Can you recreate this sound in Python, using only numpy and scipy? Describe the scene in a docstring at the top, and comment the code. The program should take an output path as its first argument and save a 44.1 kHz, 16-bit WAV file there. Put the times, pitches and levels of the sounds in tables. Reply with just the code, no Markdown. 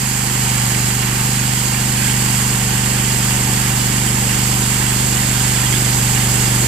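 """A ride-on power trowel smooths wet concrete in the open, a few metres away.
Its two-cylinder engine fires unevenly: the exhaust drones, the casing clatters, the fan hums faintly
and a low rush puffs with each firing over a wind-like rumble. The steel pans hiss on the gritty paste,
small stones click and faint tones ring. Left and right microphones hear different colour and delay."""
import sys
import numpy as np
from scipy import signal
from scipy.fft import rfft, irfft, next_fast_len
from scipy.io import wavfile

SR = 44100
rng = np.random.default_rng(int(sys.argv[2]) if len(sys.argv) > 2 else 0)


def persist_wave(psi):
    """Save psi, clipped to +-1, as 16-bit WAV."""
    counts = np.round(np.clip(psi, -1, 1) * 32767).astype(np.int16)
    wavfile.write(sys.argv[1], SR, np.atleast_2d(counts).T)


N = 294147

# Tone colours of the low rush with its rumble, the casing clatter and the pans' hiss:
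# (frequency [Hz], relative left level [dB], relative right level [dB], likeness [0-1], right lead [rad])
RUSH_COLOUR = [(25, -67, -59, 0.27, -0.3), (60, -65, -58.5, 0, 0.0), (120, -54, -58.5, 0.66, -0.13),
               (202, -58, -56, 1, -1.3), (302, -57.5, -55.5, 0.85, 0.75), (400, -60.5, -56, 0.83, 0.2),
               (527, -64.5, -60.5, 0.42, 1.15), (683, -63, -60, 0.47, 2.5)]
CLATTER_COLOUR = [(736, -57.5, -60, 1, 0.74), (885, -57, -58, 1, 0.98), (1070, -60, -55.5, 0.99, 1.44),
                  (1220, -65, -56.5, 0.3, 0.91), (1450, -60.5, -57.5, 1, 1.2), (1680, -61, -55, 0.46, 0.8),
                  (1950, -68, -53, 0.48, 0.69), (2070, -64, -55, 0.48, -0.19),
                  (2400, -66.5, -55, 0.46, 0.87), (2510, -62, -58, 0.64, 0.78),
                  (2800, -65, -52.5, 0.18, 0.35), (3000, -64.5, -55, 0.34, 1.2),
                  (3320, -69.5, -55, 0.72, -1.5)]
HISS_COLOUR = [(3520, -64.5, -61.5, 0.58, 0), (4130, -66, -60.5, 0.99, 0.6),
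               (4430, -64.5, -56.5, 0.38, 1.5), (5400, -68.5, -58, 0.36, 1), (5580, -65, -67, 0.14, -2),
               (6680, -65, -53.5, 0.37, 3), (6840, -64.5, -53, 0.79, 2.5), (7720, -55.5, -50, 0.3, 3),
               (8440, -63, -56, 0.27, 2), (9640, -62.5, -59.5, .35, 2.5), (11200, -68.5, -64.5, .15, 4),
               (11900, -63.5, -65, .05, 0), (13550, -72.5, -61, .07, -2), (14800, -68, -68.5, .05, -2)]


def exhaust(cycle, speed):
    """Two gas pulses per engine cycle make a drone of wavering harmonics (multiples of the cycle rate)."""
    # Harmonics 5 and 8 lead the drone; 1, 4 and 7 are weak: (harmonic [number], relative level [dB])
    harmonics = [(1, -34), (2, -11), (3, -15), (4, -24), (5, 0), (6, -11), (7, -21), (8, -7), (9, -13),
                 (10, -18), (11, -19), (12, -22), (13, -20), (14, -28), (15, -23), (16, -27), (17, -27),
                 (18, -29), (19, -31), (20, -28), (21, -33), (22, -35), (23, -33), (24, -32), (25, -33),
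                 (26, -33)]
    # The drone as the outlet swings round: (time [s], boom of harmonics 4-7 [dB], harmonics 8-11 [dB])
    drone_levels = [(0, -22.5, -27), (.3, -22, -28), (.55, -19.1, -27), (1.1, -20.5, -27.4),
                    (1.4, -20, -25.5), (1.65, -21, -27.5), (2.1, -19.5, -24.5), (2.8, -20, -24.9),
                    (3.7, -19.5, -25), (5.0, -20.5, -25), (5.6, -19, -27), (6.2, -18, -25.5),
                    (6.67, -18, -26)]
    boom_db, upper_db = in_time(drone_levels)
    deep_db = swell(speed, -29.5, db_per_sag=1.5, db_per_s=.5)  # harmonics 1-3
    top_db = swell(speed, -36.5, db_per_sag=3, db_per_s=.7)  # 12 and up
    groups = np.zeros((4, 2, N))
    for harmonic, level_db in harmonics:
        unsteady = .0049 * harmonic  # high harmonics feel uneven burning more
        # the second pulse is weaker, and later because its pipe is longer
        second_pulse = np.angle(1 + .6 * np.exp(-2j * np.pi * harmonic * .4375))
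        smear = .008 * harmonic ** 2  # the pipe spreads the pulse in time
        wander = unsteady * drift(4)
        wander += .004 * harmonic ** 2 * drift(.6)  # sound paths shift as the machine moves
        phase = 2 * np.pi * harmonic * (cycle - .06) + 2.97 + second_pulse + smear + wander
        tilt_db = -np.clip(.5 * (harmonic - 3.5), .5, 3.5)  # the left side gets less of the high tones
        lag = .014 * harmonic
        gain = from_db(level_db + 8.5 * unsteady * drift(5.4)) * from_db([[tilt_db / 2], [-tilt_db / 2]])
        groups[min(int(harmonic) // 4, 3)] += gain * np.cos(phase + [[-lag / 2], [lag / 2]])
    levels_db = deep_db, boom_db, upper_db, top_db
    return sum(from_db(db) * unit_level(group) for db, group in zip(levels_db, groups))


def low_rush(cycle, speed):
    """A low rushing noise that puffs with each firing, over a wind-like rumble."""
    puffs = rng.standard_normal((2, N)) * from_db(2 * firing_pulse(cycle, delay=.97, sharpness=12))
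    rush = coloured(puffs, RUSH_COLOUR, 19, CLATTER_COLOUR[0][0], flicker_db=1, flicker_hz=11)
    return from_db(swell(speed, -32, db_per_sag=2.3, db_per_s=.28)) * rush


def casing_clatter(cycle, speed, scrub_swing_db):
    """The engine casing rattles with tiny knocks, harder at each firing and when the pans hiss louder."""
    knocks = impacts(per_s=14000, spread_db=1.2)
    knocks *= from_db(1.8 * firing_pulse(cycle, delay=.014, sharpness=15))
    clatter = coloured(knocks, CLATTER_COLOUR, RUSH_COLOUR[-1][0], HISS_COLOUR[0][0],
                       flicker_db=.47, flicker_hz=4.7)
    level_db = swell(speed, -26, db_per_sag=.83, db_per_s=-.066) + .53 * scrub_swing_db
    return from_db(level_db) * clatter


def pan_hiss(cycle, scrub_db, scrub_swing_db):
    """Steel pans rub over countless grains of grit, which blend into a hiss."""
    grit = impacts(per_s=36000, spread_db=.54)
    grit *= from_db(1.2 * firing_pulse(cycle, delay=.04, sharpness=14))
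    hiss = coloured(grit, HISS_COLOUR, CLATTER_COLOUR[-1][0], SR / 2, flicker_db=.5, flicker_hz=21)
    sizzle = band_pass(hiss, [6500, 8500])  # this band swells more than the rest and flickers
    sizzle_db = .97 + .4 * scrub_swing_db + .26 * drift(1.3)
    return from_db(scrub_db) * (hiss + (from_db(sizzle_db) - 1) * sizzle)


def stone_clicks():
    """Small stones click under the pans, each a short dying ring that is stronger on the right."""
    # One click a row: (time [s], relative level [dB], pitch [Hz])
    clicks = [(1.7458, -11, 2340), (4.866, -12, 2800), (5.178, -11, 3000)]
    ring_s = .01  # time to fade by 60 dB
    out = np.zeros(N)
    t = np.arange(int(3 * ring_s * SR)) / SR
    for at, db, hz in clicks:
        start = int(at * SR)
        out[start:start + len(t)] += from_db(db - 60 * t / ring_s) * np.sin(2 * np.pi * hz * t)
    return out * from_db([[-5], [3]])


def faint_ringing():
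    """Many close, faint tones ring at random and swell in brief surges."""
    # Moments when the ringing swells: (time [s], level above the steady ring [dB])
    surges = [(.44, 1), (1.5, 4), (2.02, 7), (2.97, 2), (4.33, 9), (4.87, 10), (5.18, 2), (5.5, 7.5),
              (5.76, 11), (6.17, 6), (6.39, 9.5)]
    low_hz, high_hz, count = 1456, 3467, 28
    ring_s, surge_s = .064, .059  # time to fade by 60 dB; width of a surge
    t = np.arange(N) / SR
    level_db = -36.5 + 3.5 * drift(7.8)
    level_db += sum(db * np.exp(-((t - at) / surge_s) ** 2) for at, db in surges)
    pulses = impacts(per_s=900, spread_db=1)[0]
    tones_hz = np.geomspace(low_hz, high_hz, count) * from_db(rng.normal(0, .059, count))
    chosen_tone = rng.integers(0, count, N)
    decay = from_db(-60 / (ring_s * SR))
    ring = 0
    for k, hz in enumerate(tones_hz):
        step = 2 * np.pi * hz / SR
        own_pulses = pulses * (chosen_tone == k) + 1e-18
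        tone = signal.lfilter([0, np.sin(step)], [1, -2 * decay * np.cos(step), decay ** 2], own_pulses)
        ring = ring + from_db(1.3 * np.log2(hz / low_hz)) * tone  # higher tones are louder
    return from_db(level_db) * unit_level(ring) * from_db([[-15], [3]])  # mostly on the right


def cooling_fan(cycle, speed):
    """Fan blades turn with the engine and make faint, wavering tones."""
    # The blade tone and its neighbours:
    # (harmonic [number], relative left level [dB], relative right level [dB])
    blade_tones = [(30, -9, -12), (32, 2, -3), (34, -10, -12), (36, -3, -2), (37, -6, -7), (40, -4, -4)]
    tones = 0
    for harmonic, left_db, right_db in blade_tones:
        phase = 2 * np.pi * (harmonic * cycle + rng.random()) + .2 * drift(2)
        gain = from_db([[left_db], [right_db]] + 1.1 * drift(3))
        tones = tones + gain * np.cos(phase + [[0], [.7]])
    return np.sqrt(2) * from_db(swell(speed, -42.5, db_per_sag=1.7, db_per_s=.23)) * tones


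def turning_dips(sound):
    """Sound partly cancels on the right; as the machine turns, one dip gives way to a higher one."""
    # Share of each band that is lost: (time [s], lower dip [0-1], upper dip [0-1])
    depths = [(0, 0.8, 0.2), (1.5, .5, 0.1), (2.1, 0.2, 0.7), (2.6, 0.44, .65), (5, 0.03, 0.5),
              (6.67, 0, .45)]
    # The two bands: (low edge [Hz], high edge [Hz])
    bands = [(3430, 3780), (3830, 4120)]
    left, right = sound
    for depth, band_hz in zip(in_time(depths), bands):
        right = right - depth * band_pass(right, band_hz)
    return np.array([left, right])


def swell(speed, base_db, db_per_sag, db_per_s):
    """Level in dB of a layer as load slows the engine and the machine draws near."""
    sag = 24.5 - speed  # cycles per second below the usual speed
    return base_db + db_per_sag * sag + db_per_s * (np.arange(N) / SR - 3.3)


def firing_pulse(cycle, delay, sharpness):
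    """A bump of height 1 that comes `delay` cycles after each firing."""
    firings = 0, .625  # in cycles: gaps of 450 and 270 degrees of crank turn
    return sum(np.exp(sharpness * (np.cos(2 * np.pi * (cycle - at - delay)) - 1)) for at in firings)


def impacts(per_s, spread_db):
    """Two unrelated streams of tiny random hits."""
    sizes = from_db(spread_db * np.minimum(rng.exponential(1, (2, N)), 4)) * rng.standard_normal((2, N))
    return sizes * (rng.random((2, N)) < per_s / SR)


def coloured(noises, colour, below_hz, above_hz, flicker_db, flicker_hz, bands=6):
    """Shapes two noises into a partly alike left and right sound, in flickering bands."""
    size = next_fast_len(N)
    hz = np.maximum(np.arange(size // 2 + 1) * SR / size, 1)
    row_hz, *columns = np.transpose(colour)
    left_db, right_db, alike, lead = (np.interp(np.log(hz), np.log(row_hz), c) for c in columns)
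    alike = np.clip(alike, 0, 1)
    shared, own = rfft(noises, size)
    edge_fade = np.sqrt(np.interp(hz, [below_hz, row_hz[0], row_hz[-1], above_hz], [0, 1, 1, 0]))
    left = from_db(left_db) * shared
    right = from_db(right_db) * (alike * np.exp(1j * lead) * shared + np.sqrt(1 - alike ** 2) * own)
    band_place = np.interp(np.log(hz), np.log([row_hz[0], row_hz[-1]]), [0, bands - 1])
    out, common_flicker = 0, drift(flicker_hz)
    for k in range(bands):
        band = edge_fade * np.cos(np.pi / 2 * np.clip(band_place - k, -1, 1)) ** 2
        gain = from_db(flicker_db * (.66 * common_flicker + drift(flicker_hz)))
        out = out + gain * irfft(np.array([left, right]) * band, size)[:, :N]
    return out / np.sqrt(np.mean(out.mean(axis=0) ** 2))


def drift(rate):
    """A smooth random wobble of typical size 1, changing about `rate` times a second."""
    hop = 40  # samples per random step
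    memory = np.exp(-2 * np.pi * hop * rate / SR)
    noise = rng.standard_normal(N // hop + 2002)
    slow = signal.lfilter([1], [1, -2 * memory, memory ** 2], noise)[2000:]
    return np.interp(np.arange(N) / hop, np.arange(len(slow)), unit_level(slow - slow.mean()))


def band_pass(sound, band_hz):
    """Keeps one band of pitches, with gentle edges."""
    return signal.sosfilt(signal.butter(1, band_hz, "band", fs=SR, output="sos"), sound)


def in_time(rows):
    """Joins a table's points with straight lines, giving a value at every sample."""
    times, *columns = np.transpose(rows)
    return [np.interp(np.arange(N) / SR, times, c) for c in columns]


def from_db(db):
    """Turns decibels into a multiplier."""
    return np.exp(np.asarray(db) * (np.log(10) / 20))


def unit_level(x):
    """Scales a signal to an average (rms) strength of 1."""
    return x / np.sqrt(np.mean(x ** 2) + 1e-20)


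def scene():
    """Mixes the engine's tones with the rush, clatter, hiss, ringing and clicks."""
    # Engine speed, with two crank turns to a cycle: (time [s], speed [cycles/s])
    engine_speed = [(0.0, 25.141), (0.68, 24.368), (1.07, 24.499), (1.39, 24.785), (1.91, 24.771),
                    (2.8, 24.289), (3.0, 24.51), (3.14, 24.422), (4.45, 24.424), (4.91, 24.585),
                    (5.55, 24.354), (5.77, 24.37), (6.19, 24.318), (6.67, 24.313)]
    # Hiss of the pans scrubbing the paste: (time [s], level [dB])
    scrub_levels = [(0, -23.1), (.35, -23), (.5, -22), (.95, -22.3), (1.1, -22.9), (1.3, -22), (1.8, -22.3),
                    (2.1, -21.5), (2.42, -21.5), (2.7, -22.8), (3.3, -21.5), (4.0, -22), (4.3, -21.5),
                    (4.9, -21.7), (5.35, -21.5), (5.62, -21), (6.1, -20.9), (6.67, -21)]
    speed = in_time(engine_speed)[0]
    cycle = -.824 + np.cumsum(speed) / SR  # running count of engine cycles
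    scrub_db = in_time(scrub_levels)[0]
    scrub_swing_db = scrub_db - scrub_db.mean()
    noise = low_rush(cycle, speed) + casing_clatter(cycle, speed, scrub_swing_db)
    noise += pan_hiss(cycle, scrub_db, scrub_swing_db)
    engine_tones = exhaust(cycle, speed) + cooling_fan(cycle, speed)
    return engine_tones + turning_dips(noise + faint_ringing() + stone_clicks())


def record(dry):
    """The microphones drop the deepest bass, peaks are rounded and the highest treble is cut steeply."""
    low_hz, high_hz = 26, 14520
    thin = signal.sosfilt(signal.butter(2, low_hz, "high", fs=SR, output="sos"), dry)
    rounded = .93 * np.tanh(thin / .93)
    return signal.sosfilt(signal.ellip(16, .3, 95, high_hz, fs=SR, output="sos"), rounded)


dry = scene()
out = record(dry)
persist_wave(out)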